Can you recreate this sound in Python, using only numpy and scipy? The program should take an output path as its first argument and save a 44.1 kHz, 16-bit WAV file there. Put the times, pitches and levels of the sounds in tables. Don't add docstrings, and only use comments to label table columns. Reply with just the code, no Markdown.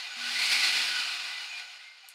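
import sys
import numpy as np
from scipy import signal
from scipy.fft import rfft, irfft
from scipy.io import wavfile
from scipy.ndimage import uniform_filter1d

SR = 44100
rng = np.random.default_rng(int(sys.argv[2]) if len(sys.argv) > 2 else 0)


def volts(x):
    e = np.asarray(x, float) / 20
    return 10 ** e


def persist_wave(psi):
    counts = np.round(np.clip(psi, -1, 1) * 32767).astype(np.int16)
    wavfile.write(sys.argv[1], SR, np.atleast_2d(counts).T)


N = 94638
POWER_ON_S, HUM_END_S = .165, 1.75

# t/s, level/dB
DRIVE = [(0, -36), (.06, -40), (.15, -40), (.2, -34.5), (.3, -32), (.4, -28), (.5, -24.5), (.67, -25.5),
         (.82, -27.5), (.92, -29.5), (1.0, -30.5), (1.2, -35), (1.55, -40.5), (1.7, -44.5), (1.95, -53),
         (2.15, -53)]
# t/s, f/Hz
MESH_RATE = [
    (0, 895.3),
    (.165, 752.8),
    (.26, 1560),
    (.36, 2000),
    (.45, 2200),
    (.54, 2269),
    (.97, 1499),
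    (1.52, 826.4),
    (2.04, 400),
    (2.15, 330),
]
# multiple of the mesh rate, level/dB
MESH_OVERTONES = [(1, -12.5), (2, -19), (3, -18), (4, -21), (5, -23), (6, -26)]
# f/Hz, level/dB (per Hz)
HOUSING_COLOUR = [(60, -51), (200, -23), (620, -21), (1300, -10), (2300, -7.5), (4700, -2), (6200, -12),
                  (10000, -14)]
# f/Hz, width/Hz, lift/dB
HOUSING_PEAKS = [(239, 7.4, 10.5), (330, 40, 4.5), (763, 110, 9.5), (1193, 27, 6), (1490, 58, 12),
                 (2003, 94, 8.5), (2433, 174, 11.5), (2770, 194, 3.5), (2950, 98, 6), (3594, 420, 3.5),
                 (4205, 230, 5), (4904, 650, 3.5), (5410, 74, 2.5), (1620, 260, -1)]
# t/s, f/Hz, half length/s, level/dB (over the drive)
FLARES = [(.01, 4350, 0.042, -10), (.055, 2470, 0.017, -3), (0.135, 1490, 0.038, -10),
          (0.136, 6770, 0.026, -17.5), (.67, 4300, .02, -6), (0.26, 1500, 0.053, -12.5),
          (0.356, 2005, 0.068, -10.5), (0.39, 1490, 0.14, -19), (.65, 2003, 0.082, -14.5),
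          (.81, 1995, .03, -15.5), (0.979, 1495, 0.04, -5), (1.01, 3005, 0.066, -9.5),
          (1.1, 2500, 0.067, -15), (1.342, 2005, .04, -9), (1.523, 2500, 0.023, -1.5),
          (1.558, 2415, 0.034, -2), (1.665, 1480, 0.043, -11), (1.88, 2110, 0.061, -5.5),
          (2.036, 2380, 0.015, -10)]
# t/s, lift/dB (negative: a brief dip)
THROWS = [(.263, 0.5), (.432, 2.5), (0.481, -1.5), (0.513, 3.5), (.595, 2.5), (.637, 2.5), (0.67, 3),
          (.812, 3.5), (.955, 1), (1.105, -1.5), (1.195, 4), (1.518, -3), (1.594, 8), (1.745, 0),
          (2.025, 2)]
# f/Hz, level/dB (per Hz)
TICK_COLOUR = [(600, -60), (2000, -20), (4200, -7), (5500, -9), (7000, -5), (9500, 0), (13000, -5),
               (15500, -19)]


def rms_one(x):
    return x / np.sqrt(np.mean(x ** 2) + 1e-20)


def spectrum_hz():
    return np.arange(N // 2 + 1) * SR / N


def at_hz(points, hz):
    table_hz, db = np.transpose(points)
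    return np.interp(np.log(hz + 1), np.log(table_hz), db)


def colour(x, db):
    return irfft(rfft(x) * volts(db), N)


def cut(x, hz, kind):
    return signal.sosfilt(signal.butter(2, hz, kind, fs=SR, output="sos"), x)


def shelve_treble(x, hz, loss_db):
    return x - (1 - volts(-loss_db)) * (x - cut(x, hz, "low"))


def drift(rate_hz):
    r = np.exp(-2 * np.pi * rate_hz / SR)
    wander = signal.lfilter([1], [1, -2 * r, r * r], rng.standard_normal(N + SR))
    return rms_one(wander[SR:])


def blurred(phase, blur_hz, steady):
    return (steady + drift(blur_hz)) * np.sin(phase) + drift(blur_hz) * np.cos(phase)


def air_floor():
    return volts(-109) * cut(rng.standard_normal(N), 400, "high")


def kitchen(x):
    t60_s, room_db = .3, -12
    t = np.arange(SR // 2) / SR
    tail = cut(rng.standard_normal(len(t)), 11300, "low") * volts(-60 * t / t60_s) * (t > .004)
    tail *= volts(room_db) / np.sqrt(np.sum(tail ** 2))
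    return (x + signal.fftconvolve(x, tail)[:N]) / np.sqrt(1 + volts(2 * room_db))


def windings():
    hum_hz, hum_db, fade_db_per_s = 240.3, -56, 24
    t = np.arange(N) / SR - POWER_ON_S
    switch_on = np.clip(t / 0.0027, 0, 1)
    fade_out = np.clip((HUM_END_S - POWER_ON_S - t) / 0.049, 0, 1)
    level = volts(hum_db - fade_db_per_s * t + 1.2 * drift(10))
    return switch_on * fade_out * level * np.sin(2 * np.pi * hum_hz * t)


def knock():
    knock_s, knock_hz, knock_db, length_s = 2.045, 783, -54.5, 0.0088
    t = np.arange(N) / SR - knock_s
    return volts(knock_db) * np.exp(-(t / length_s) ** 2) * np.sin(2 * np.pi * knock_hz * t)


def tick():
    tick_s, tick_db, tick_t60_s = 2.0872, -40, .004
    second_s, second_db = .0009, -2
    tail_db, hold_s, sag_db_per_s = -54, .062, 290
    bounce_s, bounce_width_s, bounce_db = .024, .005, 3
    dull_hz, dull_db_per_s = 9500, 500
    t = np.arange(N) / SR - tick_s
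    after = np.maximum(t, 0)
    bounce = bounce_db * np.exp(-((t - bounce_s) / bounce_width_s) ** 2)
    tail = volts(tail_db - sag_db_per_s * after + bounce + 1.8 * drift(120))
    tail = tail * np.clip((hold_s - t) / .035, 0, 1)
    first = volts(tick_db - 60 * after / tick_t60_s)
    second = (t > second_s) * volts(tick_db + second_db - 60 * (after - second_s) / tick_t60_s)
    snap = (first + second) * rng.choice([-1, 1], N)
    bright = rng.standard_normal(N)
    dull = cut(bright, dull_hz, "low")
    hiss = dull + (bright - dull) * volts(-dull_db_per_s * after)
    burst = (t > 0) * (snap + tail * hiss)
    return cut(colour(burst, 11.6 + at_hz(TICK_COLOUR, spectrum_hz())), 1510, "high")


def rumble(slow):
    shaking = cut(cut(rng.standard_normal(N), 130, "low"), 23, "high")
    return volts(-56.5 - 11 * slow) * rms_one(shaking)


def bearing(slow):
    t = np.arange(N) / SR
    level = volts(-32 + 16 * slow + 2.9 * drift(15))
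    main = blurred(2 * np.pi * 6770 * t, 150, 0)
    partner = volts(-4.5) * blurred(2 * np.pi * 6070 * t, 150, 0)
    return level * (main + partner)


def flares():
    t = np.arange(N) / SR
    total = np.zeros(N)
    for at_s, hz, half_s, db in FLARES:
        swell = volts(db) * np.exp(-((t - at_s) / half_s) ** 2)
        total += swell * blurred(2 * np.pi * hz * t, .012 * hz, 0.75)
    return total


def throws():
    rise_s, fall_s = 0.0033, 0.01
    t = np.arange(N) / SR
    lift_db = np.zeros(N)
    for at_s, db in THROWS:
        rise = np.clip((t - at_s) / rise_s, 0, 1)
        lift_db += db * rise * np.exp(-np.maximum(t - at_s, 0) / fall_s)
    return lift_db


def rush():
    grains_per_s, grain_db, spread_db = 6000, -6, 2.5
    born = rng.random(N) < grains_per_s / SR
    grains = born * volts(spread_db * np.minimum(rng.exponential(1, N), 2.6))
    rattle = volts(grain_db) * rms_one(grains * rng.choice([-1, 1], N))
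    flutter = volts(.9 * drift(35) + .5 * drift(9))
    return (rng.standard_normal(N) + rattle) * flutter * volts(throws())


def tooth_mesh(mesh_hz, slow):
    phase = 2 * np.pi * np.cumsum(mesh_hz) / SR
    whine = np.zeros(N)
    for multiple, db in MESH_OVERTONES:
        whine += volts(db) * blurred(multiple * phase, 170 * np.sqrt(multiple), 0)
    return volts(-7 * slow) * whine


def housing(x):
    hz = spectrum_hz()
    air_db = 2.5 * np.maximum(hz - 9400, 0) / 1000
    notch_db = 6.5 * np.exp(-((hz - 11870) / 640) ** 2)
    x = colour(x, at_hz(HOUSING_COLOUR, hz) - air_db - notch_db)
    for peak_hz, width_hz, db in HOUSING_PEAKS:
        r = np.exp(-np.pi * width_hz / SR)
        poles = [1, -2 * r * np.cos(2 * np.pi * peak_hz / SR), r * r]
        ringing = signal.lfilter([(1 - r * r) / 2, 0, (r * r - 1) / 2], poles, x)
        x = x + (volts(db) - 1) * ringing
    return x


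def slow_dulling(sound, slow):
    sound = shelve_treble(sound, 3370, 4 * slow)
    sound = shelve_treble(sound, 7660, 6 * slow)
    bass = irfft(rfft(sound) / (1 + (spectrum_hz() / 400) ** 6), N)
    return sound - (1 - volts(-33 * slow ** 2.64)) * bass


def gears():
    t = np.arange(N) / SR
    mesh_hz = uniform_filter1d(np.interp(t, *np.transpose(MESH_RATE)), size=1300)
    slow = np.clip(1 - mesh_hz / 2280, 0, 1)
    sound = slow_dulling(housing(rush() + tooth_mesh(mesh_hz, slow)), slow)
    sound = sound / np.sqrt(uniform_filter1d(sound ** 2, size=9000))
    drive = volts(np.interp(t, *np.transpose(DRIVE)) - 0.5)
    return (sound + bearing(slow) + rumble(slow) + flares()) * drive


def scene():
    return (air_floor() + windings() + knock() + tick() + kitchen(gears()))[None]


def roll_off(x):
    return signal.sosfilt(signal.butter(12, 15940, fs=SR, output="sos"), x)


def record(dry):
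    top_cut = signal.ellip(10, .3, 70, 15700, fs=SR, output="sos")
    mix = signal.sosfilt(top_cut, dry)
    return roll_off(mix)


dry = scene()
out = record(dry)
persist_wave(out)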